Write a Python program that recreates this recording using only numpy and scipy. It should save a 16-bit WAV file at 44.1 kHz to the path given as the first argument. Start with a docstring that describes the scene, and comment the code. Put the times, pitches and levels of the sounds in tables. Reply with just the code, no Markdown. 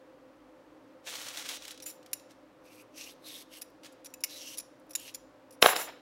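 """Small hard kitchen, fan humming: a steel swivel peeler is lifted off a crinkly plastic bag, shaves a raw carrot in
six strokes and is dropped on the counter, where it knocks and skids.
Bag and carrot are filtered grit (uneven impulses over noise); the loose blade's clicks and jingles and the counter
are banks of modes; the skid is filtered noise; a decaying noise tail makes the reverberation."""
import sys
import numpy as np
from scipy import signal
from scipy.fft import rfft, irfft, next_fast_len
from scipy.io import wavfile
from scipy.ndimage import map_coordinates

SR = 44100
rng = np.random.default_rng(int(sys.argv[2]) if len(sys.argv) > 2 else 0)


def to_wav(sig):
    """Store sig (one row per channel, or 1-D mono) as 16-bit WAV at the path in sys.argv[1].

    Samples outside -1..1 are clipped; the rate is SR.
    """
    pcm = np.clip(np.atleast_2d(sig), -1, 1) * 32767
    pcm = np.round(pcm).astype(np.int16)
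    wavfile.write(sys.argv[1], SR, pcm.T)  # frames by channels


N = 265041

# modes of the free blade: pitch_hz, mean_level_db, longest_t60_s
BLADE_MODES = [(2600, -9, .04), (2845, -11, .12), (3950, -15, .03), (5520, -8, .08), (5800, -5, .03),
               (6140, -11, .12), (7150, -4, .3), (7750, -15, .2), (10100, -7, .12), (11070, 0, .22),
               (11760, -6, .2), (13120, -8, .12), (14150, -4, .18), (14580, -2, .15)]


def amp(db):
    """Amplitude of a level in dB."""
    return 10 ** (np.asarray(db) / 20)


def unit(x):
    """x scaled to an RMS of 1."""
    return x / np.sqrt(np.mean(x ** 2) + 1e-20)


def along(points, hz):
    """Interpolate (Hz, value) points on a log frequency axis."""
    point_hz, values = np.transpose(points)
    return np.interp(np.log(hz + 1), np.log(point_hz + 1), values)


def wobble(knots_per_s):
    """A smooth random curve through normally distributed knots."""
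    knots = rng.standard_normal(int(N * knots_per_s / SR) + 4)
    return map_coordinates(knots, [np.arange(N) * knots_per_s / SR])


def filtered(x, response):
    """x times a complex response of frequency."""
    size = next_fast_len(len(x) + 8192)
    spectrum = rfft(x, size) * response(np.fft.rfftfreq(size, 1 / SR))
    return irfft(spectrum, size)[:len(x)]


def resonances(peaks):
    """Causal response of (Hz, width Hz, dB) peaks, summed with alternating sign."""
    def response(f):
        return sum((-1) ** k * amp(db) * 1j * f * width / (centre ** 2 - f * f + 1j * f * width)
                   for k, (centre, width, db) in enumerate(peaks))
    return response


def grit(rate, spread_db, smooth):
    """Sparse impulses of very uneven size, rate per second, over a share of smooth noise."""
    struck = rng.random(N) < rate / SR
    size = amp(spread_db * np.minimum(rng.exponential(size=N), 3.5))
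    hits = struck * size * rng.standard_normal(N)
    return unit(unit(hits) + smooth * rng.standard_normal(N))


def ring(modes, t60_s, scatter_db):
    """One blow: each mode at a new strength, its decay time capped at t60_s."""
    t = np.arange(SR // 5) / SR
    return sum(amp(db + rng.normal(0, scatter_db) - 60 * t / min(t60_s, life_s)) * np.sin(2 * np.pi * hz * t)
               for hz, db, life_s in modes)


def add(track, start_s, peak_db, sound):
    """Lay a sound into the track at start_s, its peak at peak_db."""
    part = track[round(start_s * SR):][:len(sound)]
    part += amp(peak_db) * sound[:len(part)] / np.abs(sound).max()


def swell(rows, rise_s, fall_s):
    """Gain of (start, end, dB, dB) gestures that rise and fall 30 dB in the given times."""
    t = np.arange(N) / SR
    return sum(amp(np.interp(t, [start - 3 * rise_s, start, end, end + 3 * fall_s],
                             [first - 90, first, last, last - 90]))
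               for start, end, first, last, *_ in rows)


def kitchen(x):
    """Reverberation: a noise tail in which each frequency dies at its own speed."""
    # hz, t60_s
    decay = [(200, 0.98), (1000, 0.32), (4000, 0.61), (12000, 0.21)]
    hz, t, z = signal.stft(rng.standard_normal(SR // 2), SR, nperseg=256)
    fade = amp(-60 * t / along(decay, hz)[:, None])
    tail = signal.istft(z * fade, SR, nperseg=256)[1]
    delayed = np.pad(x, (150, 0))  # samples
    return signal.fftconvolve(delayed, tail / np.linalg.norm(tail))[:N]


def fan():
    """Broad room tone, and noise in narrow fan and duct resonances whose level wanders."""
    # room tone: hz, density_db_per_hz
    air_curve = [(30, -16), (180, -15), (700, -8), (1100, -6), (2230, -18), (2970, -21), (5130, -26),
                 (8000, -32), (15700, -35)]
    # fan and duct resonances, before the power below: hz, width_hz, level_db
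    hum_peaks = [(50.7, 4.8, -8.5), (107, 8.3, -7), (263.1, 6.1, -4.5), (306.7, 22, 1), (390, 890, -10),
                 (518.3, 23.6, 1), (599.7, 7.3, -9), (1180, 20, -47)]
    air_db, hum_db = -67, -57.5
    air = unit(filtered(rng.standard_normal(N), lambda hz: amp(along(air_curve, hz))))
    hum = unit(filtered(rng.standard_normal(N), lambda hz: np.abs(resonances(hum_peaks)(hz)) ** 1.67))
    return amp(air_db) * air + amp(hum_db + 0.57 * wobble(4.1)) * hum


def bag():
    """Clumped crackle of the film, whose dull and bright folds come and go apart, with louder snaps on top."""
    # pushes on the bag: start_s, end_s, start_level_db, end_level_db
    pushes = [(1.068, 1.35, -43, -46), (1.375, 1.425, -40.5, -43), (1.44, 1.47, -47, -43.5),
              (1.495, 1.57, -35, -46.5), (1.62, 1.725, -52, -52), (2.3, 2.32, -62.5, -62.5),
              (3.845, 3.865, -58, -47.5)]
    # plastic film: hz, density_db_per_hz
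    film = [(290, -22), (500, -5), (839, -7), (3790, -1), (4910, -6), (5590, -2.5), (15500, -16.5)]
    # single folds that snap: start_s, peak_db
    snaps = [(1.069, -39), (1.1545, -28), (1.285, -29), (1.3727, -28), (1.4894, -27.5), (1.6225, -39.5),
             (1.652, -30.5), (1.68, -33), (1.708, -33), (1.745, -44), (1.7763, -40.5), (1.8017, -35.5),
             (2.0286, -50), (2.0614, -41.5), (2.197, -47.5), (3.0104, -33), (3.8342, -44), (3.8465, -39.5)]
    rise_s, fall_s = .03, 0.024  # over 30 dB

    def crackle():
        return amp(2.4 * wobble(80)) * grit(rate=3600, spread_db=6.0, smooth=1.08)

    def bright(hz):
        return hz ** 2 / (hz ** 2 + 4500 ** 2)

    dull = filtered(crackle(), lambda hz: amp(along(film, hz)) * np.sqrt(1 - bright(hz)))
    crisp = filtered(crackle(), lambda hz: amp(along(film, hz)) * np.sqrt(bright(hz)))
    out = swell(pushes, rise_s, fall_s) * unit(dull + crisp)

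    t = np.arange(SR // 20) / SR
    for start_s, peak_db in snaps:
        burst = amp(-60 * t / 0.03) * rng.standard_normal(len(t))
        add(out, start_s, peak_db, filtered(burst, resonances([(3680, 3300, 10.5), (9080, 9700, -7)])))
    return out


def drop():
    """Skid noise and blows on the counter; each contact favours its own pitch and weakens the modes above it."""
    # handle hits the counter: start_s, peak_db (before the last bass cut), contact_pitch_hz
    knocks = [(5.6251, -1, 5200), (5.6270, 5.5, 3440), (5.6435, -12, 790), (5.6598, -3.5, 1890),
              (5.6616, 3, 3000), (5.764, -12.5, 3400), (5.89, -37, 5000), (5.925, -42.5, 3400)]
    # counter modes: pitch_hz, mean_level_db, t60_s
    counter = [(490, -8.5, 0.027), (760, 0, 0.017), (1380, 3.5, 0.0032), (2030, -8.5, 0.0065),
               (2930, 1.5, 0.0032), (3810, 4, 0.0054), (5270, 1.5, 0.0089)]
    skid_s, skid_hold_s, skid_db, skid_sag_db = 5.622, 0.067, -22.5, 3
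    skid_rise_s, skid_fall_s = 0.0058, 0.23  # over 30 dB

    def no_bass(hz):
        return (1j * hz / (250 + 1j * hz)) ** 3

    def scrape(hz):
        return resonances([(750, 700, 0), (2200, 2600, -4)])(hz) / (1 + (hz / 3500) ** 2)

    rough = amp(4.5 * wobble(90)) * rng.standard_normal(N)
    skid = unit(filtered(rough, lambda hz: scrape(hz) * no_bass(hz)))
    gesture = (skid_s, skid_s + skid_hold_s, skid_db, skid_db - skid_sag_db)
    out = swell([gesture], skid_rise_s, skid_fall_s) * skid

    for start_s, peak_db, contact_hz in knocks:
        board = ring(counter, t60_s=.1, scatter_db=4.5)
        board[0] += amp(-4)  # bare impact

        def contact(hz):
            return no_bass(hz) / (1 + .8j * hz / contact_hz - (hz / contact_hz) ** 2)

        add(out, start_s, peak_db, filtered(board, contact))
    return filtered(out, lambda hz: 1j * hz / (120 + 1j * hz))


def rattle():
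    """Dense tiny contacts keep the free modes sounding in fits over their own hiss; long-lived modes build up most."""
    # jingling as the peeler is lifted and after bounces: start_s, end_s, start_level_db, end_level_db
    fits = [(1.862, 1.92, -40, -57), (5.623, 5.64, -22, -31), (5.66, 5.7, -32, -35.5),
            (5.76, 5.82, -37.5, -39)]
    rise_s, fall_s = .008, .1  # over 30 dB

    def contacts():
        return amp(3.7 * wobble(35)) * grit(rate=1700, spread_db=3.5, smooth=0.39)

    level = swell(fits, rise_s, fall_s)
    # t60 to bandwidth
    free = [(hz, np.log(1000) / np.pi / t60_s, db + 20 * np.log10(t60_s)) for hz, db, t60_s in BLADE_MODES]
    tones = sum(filtered(contacts(), resonances(free[k::4])) for k in range(4))
    hiss = filtered(grit(rate=6100, spread_db=11.5, smooth=1.2), resonances([(9000, 34000, 0)]))
    return level * (amp(-1.0) * unit(tones) + amp(-2) * unit(hiss))


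def blade():
    """Each contact is a short chatter: a bare crack, the modes damped by the frame, then a weaker free ring."""
    # blade knocks in its frame: start_s, peak_db, chatter_s
    clicks = [(1.712, -37, 0.003), (1.823, -36, 0.017), (1.861, -42, 0.0023), (1.9, -34.5, 0.01),
              (2.114, -58, 0.0017), (2.1318, -18, 0.0028), (3.6137, -37, 0.004), (3.618, -30, 0.0063),
              (3.7, -59, 0.0017), (3.924, -48.5, 0.0061), (4.046, -39, 0.0064), (4.058, -34, 0.0099),
              (4.103, -55, 0.002), (4.139, -33.5, 0.0034), (4.206, -44, 0.009), (4.2372, -16, 0.0071),
              (4.569, -48.5, 0.0091), (4.574, -30.5, 0.0025), (4.582, -24.5, 0.0068), (4.598, -32, 0.0079),
              (4.798, -61, 0.0016), (4.867, -64, 0.003), (4.895, -50, 0.0074), (4.907, -36, 0.0086),
              (4.934, -40, 0.0044), (4.952, -18, 0.0061), (4.997, -37.5, 0.00075), (5.141, -42, 0.0033),
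              (5.146, -28, 0.0075), (5.508, -46.5, 0.0038), (5.523, -49.5, 0.028)]
    # free ring at a 0 dB knock; harder knocks seat the blade and ring less
    free_db, grip_db_per_db = -56.5, 0.44
    out, t = np.zeros(N), np.arange(SR // 20) / SR
    for start_s, peak_db, chatter_s in clicks:
        noise = rng.standard_normal(len(t))
        fade = amp(-60 * (t - chatter_s) / 0.021)
        chatter = noise * np.where(t < chatter_s, 1.3 - 1.0 * t / chatter_s, fade)
        steel = ring(BLADE_MODES, t60_s=0.011, scatter_db=4)
        free_gain = amp(free_db - grip_db_per_db * peak_db)
        steel = steel + free_gain * ring(BLADE_MODES, t60_s=0.085, scatter_db=4)
        steel[0] += amp(16.0)  # bare crack
        bright_steel = filtered(steel, resonances([(8000, 8800, 0)]))
        add(out, start_s, peak_db, signal.fftconvolve(chatter, bright_steel))
    return out


def shaving():
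    """Cells tear under the edge; a narrow blade resonance shifts between pitches, the damped blade colours the fizz."""
    # start_s, end_s, start_level_db, end_level_db, blade_hz, shift_s, shifted_blade_hz
    strokes = [(2.656, 2.815, -63, -60, 2600, 2.52, 2530), (2.981, 3.112, -48.5, -51.5, 2653, 3.1, 3930),
               (3.266, 3.42, -46.5, -52, 3940, 3.3, 3550), (3.532, 3.585, -50.5, -52.5, 2936, 3.7, 3330),
               (4.304, 4.55, -49, -50, 3930, 4.4, 2970), (4.988, 5.095, -55, -48.5, 2950, 5.05, 2850)]
    # tearing cells: hz, density_db_per_hz
    flesh = [(1200, -27), (2100, -10), (2600, -10), (4500, -7.5), (6500, -12), (8000, -34)]
    # blade damped by the carrot: hz, width_hz, level_db
    edge = [(8240, 270, -6.5), (11260, 350, 2.5), (11100, 13000, -11)]
    bite_s, lift_s = 0.056, 0.039  # over 30 dB
    fizz_db, fizz_gain_db = -7, 4.5  # as the edge bites; gain as the stroke speeds up
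    half_shift_s = .02  # half the time of a pitch shift

    rows, t = np.array(strokes), np.arange(N) / SR
    start, end, shift = rows[:, 0], rows[:, 1], rows[:, 5]
    knots_s = np.ravel([start - half_shift_s, shift - half_shift_s,
                        shift + half_shift_s, end + half_shift_s], "F")
    blade_hz = np.interp(t, knots_s, rows[:, [4, 4, 6, 6]].ravel())
    progress = np.interp(t, rows[:, :2].ravel(), np.tile([0, 1], len(rows)))

    def tear():
        return amp(1.8 * wobble(40)) * grit(rate=6700, spread_db=6.0, smooth=0.83)

    body = unit(filtered(tear(), lambda hz: amp(along(flesh, hz))))
    slow_noise = unit(filtered(tear(), lambda hz: 1 / (1 + (hz / 270) ** 2)))
    narrow = slow_noise * np.sin(2 * np.pi * np.cumsum(blade_hz) / SR)
    frame = amp(5.9 * wobble(6.9)) * unit(filtered(tear(), resonances([(2780, 210, -2.5), (5780, 800, 0)])))
    treble = unit(filtered(tear(), lambda hz: resonances(edge)(hz) * (hz > 6500)))
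    fizz = amp(fizz_db + fizz_gain_db * progress) * treble
    mix = amp(-5) * body + amp(-1.5) * narrow + amp(-8) * frame + fizz
    return swell(strokes, bite_s, lift_s) * mix


def scene():
    """Each source dry plus its share of reverberation: least for the peeler in the hands, most for the bag."""
    near = shaving() + blade() + rattle()
    below = bag()
    thud = drop()
    wet = kitchen(amp(-17.5) * near + amp(-10.5) * below + amp(-15.5) * thud)
    return (near + below + thud + wet + fan())[None]


def record(dry):
    """The converter clips at full scale; deep bass is rolled off and nothing is kept above the band limit."""
    bass_hz, top_hz = 40, 15800
    clipped = np.clip(dry[0], -1, 1)
    return filtered(clipped, lambda hz: 1j * hz / (bass_hz + 1j * hz) * (hz < top_hz))[None]


dry = scene()
out = record(dry)
to_wav(out)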